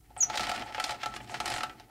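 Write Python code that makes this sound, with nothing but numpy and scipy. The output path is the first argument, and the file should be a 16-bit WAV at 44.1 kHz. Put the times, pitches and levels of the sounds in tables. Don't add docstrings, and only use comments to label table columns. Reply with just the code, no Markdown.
import sys
import numpy as np
from scipy import signal
from scipy.fft import rfft, irfft, next_fast_len
from scipy.io import wavfile
from scipy.ndimage import uniform_filter1d, map_coordinates

SR = 44100
rng = np.random.default_rng(int(sys.argv[2]) if len(sys.argv) > 2 else 0)


def file_out(sig):
    cols = np.atleast_2d(sig).T
    lim = np.clip(cols, -1, 1)
    pcm = np.round(lim * 32767).astype(np.int16)
    wavfile.write(sys.argv[1], SR, pcm)


N = 83790
EVEN_HZ = 350


def amp(db):
    return 10 ** (np.asarray(db) / 20)


def unit(x):
    return x / np.sqrt(np.mean(x ** 2) + 1e-20)


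def curves(rows):
    times, *columns = np.transpose(rows)
    return [np.interp(np.arange(N) / SR, times, column) for column in columns]


def wobble(rate):
    return map_coordinates(rng.standard_normal(int(N * rate / SR) + 4), [np.arange(N) * rate / SR])


def coloured(x, points):
    size = next_fast_len(x.shape[-1] + 8192)
    hz, db = np.transpose(points)
    gain = amp(np.interp(np.log(np.fft.rfftfreq(size, 1 / SR) + 1), np.log(hz + 1), db))
    return irfft(rfft(x, size) * gain, size)[..., :x.shape[-1]]


# f/Hz, relative level/dB
HISS_SPECTRUM = [(300, -17), (379, -50), (584, -19.5), (2250, -31), (12700, -19), (16000, -19)]


def microphone_hiss(level_db=-68.5, side_db=-13.5):
    mid, side = amp(level_db) * unit(coloured(rng.standard_normal((2, N)), HISS_SPECTRUM))
    side = amp(side_db) * side
    return np.array([mid + side, mid - side])


# f/Hz, t60/s
ROOM_DECAY = [(200, 0.57), (2000, 0.21), (10000, 0.094)]
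# f/Hz, level/dB
SIDE_SPECTRUM = [(300, -34), (4000, -88), (9000, -15.5)]


def workshop(x):
    hz, t, noise = signal.stft(rng.standard_normal((2, SR // 2)), SR, nperseg=256)
    t60 = np.interp(hz, *np.transpose(ROOM_DECAY))[:, None]
    tail = signal.istft(noise * amp(-60 * t / t60), SR, nperseg=256)[1]
    delayed = np.pad(x, (300, 0))
    mid, side = signal.fftconvolve(delayed[None], tail / np.linalg.norm(tail[0]), axes=1)[:, :N]
    side = coloured(side, SIDE_SPECTRUM)
    return np.array([mid + side, mid - side])


# t/s, level/dB
SHAKE_LEVELS = [(0, -71), (.3, -57.5), (.445, -48), (.55, -59.5), (.6, -45), (.68, -61.5), (1.3, -54.5),
                (1.52, -50.5), (1.7, -59.5), (1.9, -65.5)]
# f/Hz, relative level/dB
SHAKE_SPECTRUM = [(140, -19), (200, 5.5), (350, 5.5), (460, -0.5), (600, -48)]
HUM_SPECTRUM = [(20, -28), (40, -7), (55, 1), (64, -1.5), (80, -12.5), (105, -1), (128, 0), (155, -18),
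                (400, -42.5)]


def bench(hum_db=-56, hum_follows=0.48):
    db, = curves(SHAKE_LEVELS)
    shake = amp(db + 1.43 * wobble(30.24)) * unit(coloured(rng.standard_normal(N), SHAKE_SPECTRUM))
    swell_db = hum_follows * (db - db.mean())
    hum = amp(hum_db + swell_db) * unit(coloured(rng.standard_normal(N), HUM_SPECTRUM))
    return shake + hum


def ring(modes, count, scatter_db=1.5, scatter_rad=.6):
    t = np.arange(SR // 5) / SR
    hz, db, t60 = np.transpose(modes)[:, :, None]
    fade = amp(db - 60 * t / t60) * (1 - np.exp(-t * hz))
    draw = rng.standard_normal((count, 2, len(modes)))
    start_phase = np.pi * np.arange(len(modes)) + scatter_rad * draw[:, 0]
    size = amp(scatter_db * draw[:, 1])
    sines, cosines = fade * np.sin(2 * np.pi * hz * t), fade * np.cos(2 * np.pi * hz * t)
    out = (size * np.cos(start_phase)) @ sines + (size * np.sin(start_phase)) @ cosines
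    return out / np.linalg.norm(out, axis=1, keepdims=True)


def burst(spectrum, t60, count, crack_db=7, crack_s=.0012, rise_s=.0003):
    t = np.arange(SR // 5) / SR
    crack = 1 + amp(crack_db) * np.exp(-t / crack_s)
    envelope = amp(-60 * t / t60) * crack * (1 - np.exp(-t / rise_s))
    noise = rng.standard_normal((count, len(t)))
    lumps = uniform_filter1d(abs(rfft(noise * envelope)) ** 2, size=EVEN_HZ // 5, axis=1)
    even_noise = irfft(rfft(noise) / np.sqrt(abs(lumps)), len(t))
    out = coloured(even_noise, spectrum) * envelope
    return out / np.linalg.norm(out, axis=1, keepdims=True)


# f/Hz, relative level/dB, t60/s
FRAME_MODES = [(530, -11, .05), (610, -11, .05), (690, -6, .045), (745, -1, .08), (800, -7, .04),
               (857, -1, .08)]
ARM_MODES = [(1207, 0.5, 0.032), (1326.6, 7, 0.07), (1434, -3.5, 0.071)]
GEAR_MODES = [(1900, -2, .05), (2240, -3, .035), (2465, -2, .045), (2800, -4, .03), (3070, -2, .04),
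              (3400, -5, .025)]
TOOTH_MODES = [(4060, 0, .035), (4250, -3, .025), (4570, -7, .035), (4950, -7, .03), (5420, -7, .035),
               (7500, -11, .025)]
# f/Hz, relative level/dB
CLACK_SPECTRUM = [(150, -59), (300, 9.5), (470, -4.5), (1000, 6.5), (1700, 9.5), (3200, 7), (4500, -55)]
SNAP_SPECTRUM = [(2400, -21), (3600, 0.5), (5000, -2), (6500, -9.5), (11000, -24)]
TICK_SPECTRUM = [(4500, -4), (6800, 2.5), (8000, 4), (11000, -1), (13500, -12.5), (16000, -36)]


def metal_contacts(count, noise_db=8):
    frame, arm, gears, teeth = (ring(m, count) for m in (FRAME_MODES, ARM_MODES, GEAR_MODES, TOOTH_MODES))
    clack = gears + amp(noise_db) * burst(CLACK_SPECTRUM, t60=.055, count=count)
    snap = teeth + amp(noise_db) * burst(SNAP_SPECTRUM, t60=.055, count=count)
    tick = burst(TICK_SPECTRUM, t60=.038, count=count)
    return np.array([frame, arm, clack, snap, tick])


# t/s, then level/dB of frame, gears, treble
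MESH_LEVELS = [(0, -75, -73, -84), (.15, -65, -64.5, -79), (.28, -54, -51.5, -66), (.42, -44.5, -42.5, -48),
               (.53, -47, -50, -58), (.69, -50.5, -55, -67), (.92, -48, -42, -51), (.99, -63, -55.5, -74),
               (1.12, -56.5, -50.5, -61), (1.261, -64.5, -61, -67), (1.35, -42, -47, -58),
               (1.43, -52.5, -53, -64), (1.53, -43.5, -42.5, -46.5), (1.68, -65, -57.5, -64),
               (1.84, -79, -66.5, -86), (1.9, -58, -71, -78)]
# f/Hz, relative level/dB
LIGHT_TICK_TILT = [(7000, 7), (15000, -5.5)]


def gear_mesh(contacts_per_s=1300, spread_db=1.8, flicker_db=4.4, variants=4):
    frame, arm, clack, snap, tick = metal_contacts(variants)
    touching = rng.random((variants, N)) < contacts_per_s / variants / SR
    touches = touching * amp(spread_db * rng.exponential(size=(variants, N)))
    voices = [frame + 0.3 * arm, clack + 0.48 * snap, coloured(tick, LIGHT_TICK_TILT)]
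    out = np.zeros(N)
    for db, voice in zip(curves(MESH_LEVELS), voices):
        patter = signal.fftconvolve(touches, voice, axes=1)[:, :N].sum(0)
        out += amp(db + flicker_db * wobble(40.22)) * unit(patter)
    return out


# t/s, f/Hz, level/dB, jitter/fraction of f
SQUEAK_PATH = [(.177, 9300, -36, 0.037), (.181, 8400, -49, .06), (.19, 7900, -43, 0.03),
               (.2, 7200, -57, .04), (0.207, 6700, -24, .006), (0.211, 6605, -23.5, .006),
               (0.224, 6685, -23, .008), (0.227, 6290, -29.5, .015), (.231, 5817, -19, 0.0076),
               (.241, 6026, -23, 0.0084), (.244, 6140, -30, 0.014), (.251, 6000, -43, 0.018),
               (.259, 5980, -32, 0.013), (.264, 5800, -52, 0.0202)]
# f/Hz, relative level/dB, t60/s
SHAFT_MODES = [(5800, -7.5, 0.14), (6000, -2, .18), (6700, 0, .16), (6640, -8, 0.32)]


def bearing_squeak(octave_db=-32, rough_db=1.6, shaft_db=-33):
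    hz, db, jitter = uniform_filter1d(curves(SQUEAK_PATH), size=SR // 500, axis=1)
    t = np.arange(N) / SR
    start, end = SQUEAK_PATH[0][0], SQUEAK_PATH[-1][0]
    gate = np.clip(np.minimum(t - start, end - t) / 0.0015, 0, 1)
    phase = 2 * np.pi * np.cumsum(hz * (1 + jitter * wobble(2000))) / SR
    wave = np.sin(phase) + amp(octave_db) * np.sin(2 * phase)
    whistle = np.sqrt(2) * gate * amp(db + rough_db * wobble(440)) * wave
    shaft = ring(SHAFT_MODES, count=1, scatter_db=0)[0]
    return whistle + amp(shaft_db) * signal.fftconvolve(whistle, shaft)[:N]


# t/s, then relative level/dB of frame, arm, clack, snap, tick
KNOCK_LEVELS = [(0.104, -42, -90, -78, -79, -73), (0.165, -30.5, -46, -49, -67, -55),
                (0.227, -39.5, -39, -44.5, -49, -54), (0.299, -23, -30, -38.5, -38.5, -52),
                (0.341, -25, -34.5, -38, -43.5, -65), (0.355, -23.5, -50, -41, -34, -43),
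                (0.374, -34, -36, -31.5, -27, -39), (0.395, -23, -26, -34.5, -33, -42),
                (0.407, -52, -46, -34.5, -29.5, -54), (0.432, -34, -34, -37.5, -35, -44),
                (0.469, -27, -36, -37, -38, -42.5), (0.486, -39, -35, -43, -48, -46),
                (0.494, -23, -46, -32.5, -33.5, -34), (0.515, -23, -25.5, -36, -33, -42),
                (0.539, -28, -40, -66, -61, -52), (0.56, -53, -48, -38.5, -43, -43),
                (0.577, -31, -50, -39, -48, -49), (0.595, -55, -45, -43.5, -46.5, -46),
                (0.621, -27, -46, -38, -43.5, -65), (0.659, -34.5, -61, -71, -65, -59),
                (0.703, -37.5, -44, -64, -65, -71), (0.7462, -32, -53, -34, -38.5, -67),
                (0.78, -22.5, -31, -37, -54, -55), (0.7987, -24.5, -24.5, -32, -33, -33),
                (0.84, -29, -52, -34.5, -26, -31), (0.863, -28.5, -53, -49, -56, -44),
                (0.893, -25, -31.5, -35.5, -38.5, -42), (0.907, -28, -49, -38.5, -35.5, -40),
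                (0.92, -29, -40, -42.5, -42, -51), (0.944, -31.5, -38, -49, -53, -63),
                (1.026, -47, -50, -48, -50, -58), (1.032, -28, -29.5, -33.5, -36, -53),
                (1.059, -23, -24.5, -37, -36, -38.5), (1.139, -37, -53, -42, -48, -54),
                (1.163, -35.5, -47, -38, -42.5, -42.5), (1.204, -35.5, -75, -45, -71, -62),
                (1.296, -35, -53, -42.5, -48.5, -68), (1.342, -31.5, -50, -34.5, -38, -56),
                (1.402, -22.5, -27, -33.5, -34, -36.5), (1.443, -31.5, -40, -47, -57, -59),
                (1.457, -31.5, -29.5, -34.5, -33.5, -31), (1.478, -27, -57, -36, -33, -34),
                (1.501, -25, -40, -38.5, -37.5, -32.5), (1.518, -25, -42, -35, -35, -52),
                (1.539, -30, -44, -36, -37, -36), (1.562, -27, -32, -36, -38.5, -43),
                (1.582, -31.5, -39, -37.5, -40, -42), (1.606, -30, -28.5, -36, -39.5, -48),
                (1.633, -24, -26.5, -33, -35.5, -35.5), (0.724, -47, -58, -47, -52, -57.5),
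                (1.696, -59, -45, -43.5, -51.5, -63), (1.798, -39.5, -59, -53.5, -50, -55)]
PART_TRIM_DB = [-7, -5.5, -6.5, -9.5, -6]


def knocks(bounces=6, chatter_s=.006, loss_db=20):
    out = np.zeros(N + SR)
    voices = metal_contacts(len(KNOCK_LEVELS)) * np.sqrt(SR / 200)
    length = voices.shape[-1]
    lateness = rng.random((len(KNOCK_LEVELS), bounces))
    lateness[:, 0] = 0
    for k, (start, *part_db) in enumerate(KNOCK_LEVELS):
        frame, arm, *teeth = amp(np.add(part_db, PART_TRIM_DB))[:, None] * voices[:, k]
        impulses = np.bincount((lateness[k] * chatter_s * SR).astype(int), amp(-loss_db * lateness[k]))
        comb = rfft(impulses, 2 * length)
        lumps = uniform_filter1d(abs(comb) ** 2, size=EVEN_HZ * 2 // 5)
        even_comb = comb / np.sqrt(abs(lumps))
        chatter = irfft(rfft(sum(teeth), 2 * length) * even_comb)[:length]
        out[round(start * SR):][:length] += frame + arm + chatter
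    return out[:N]


def scene():
    rattle = knocks() + gear_mesh()
    squeak = bearing_squeak()
    room = workshop(amp(-13) * rattle + amp(-15) * squeak)
    return rattle + squeak + room + bench()


def record(dry, rolloff_hz=16000, top_hz=15800):
    size = next_fast_len(N + 8192)
    hz = np.fft.rfftfreq(size, 1 / SR)
    response = (hz < top_hz) / (1 + (hz / rolloff_hz) ** 8)
    return irfft(rfft(dry + microphone_hiss(), size) * response, size)[:, :N]


dry = scene()
out = record(dry)
file_out(out)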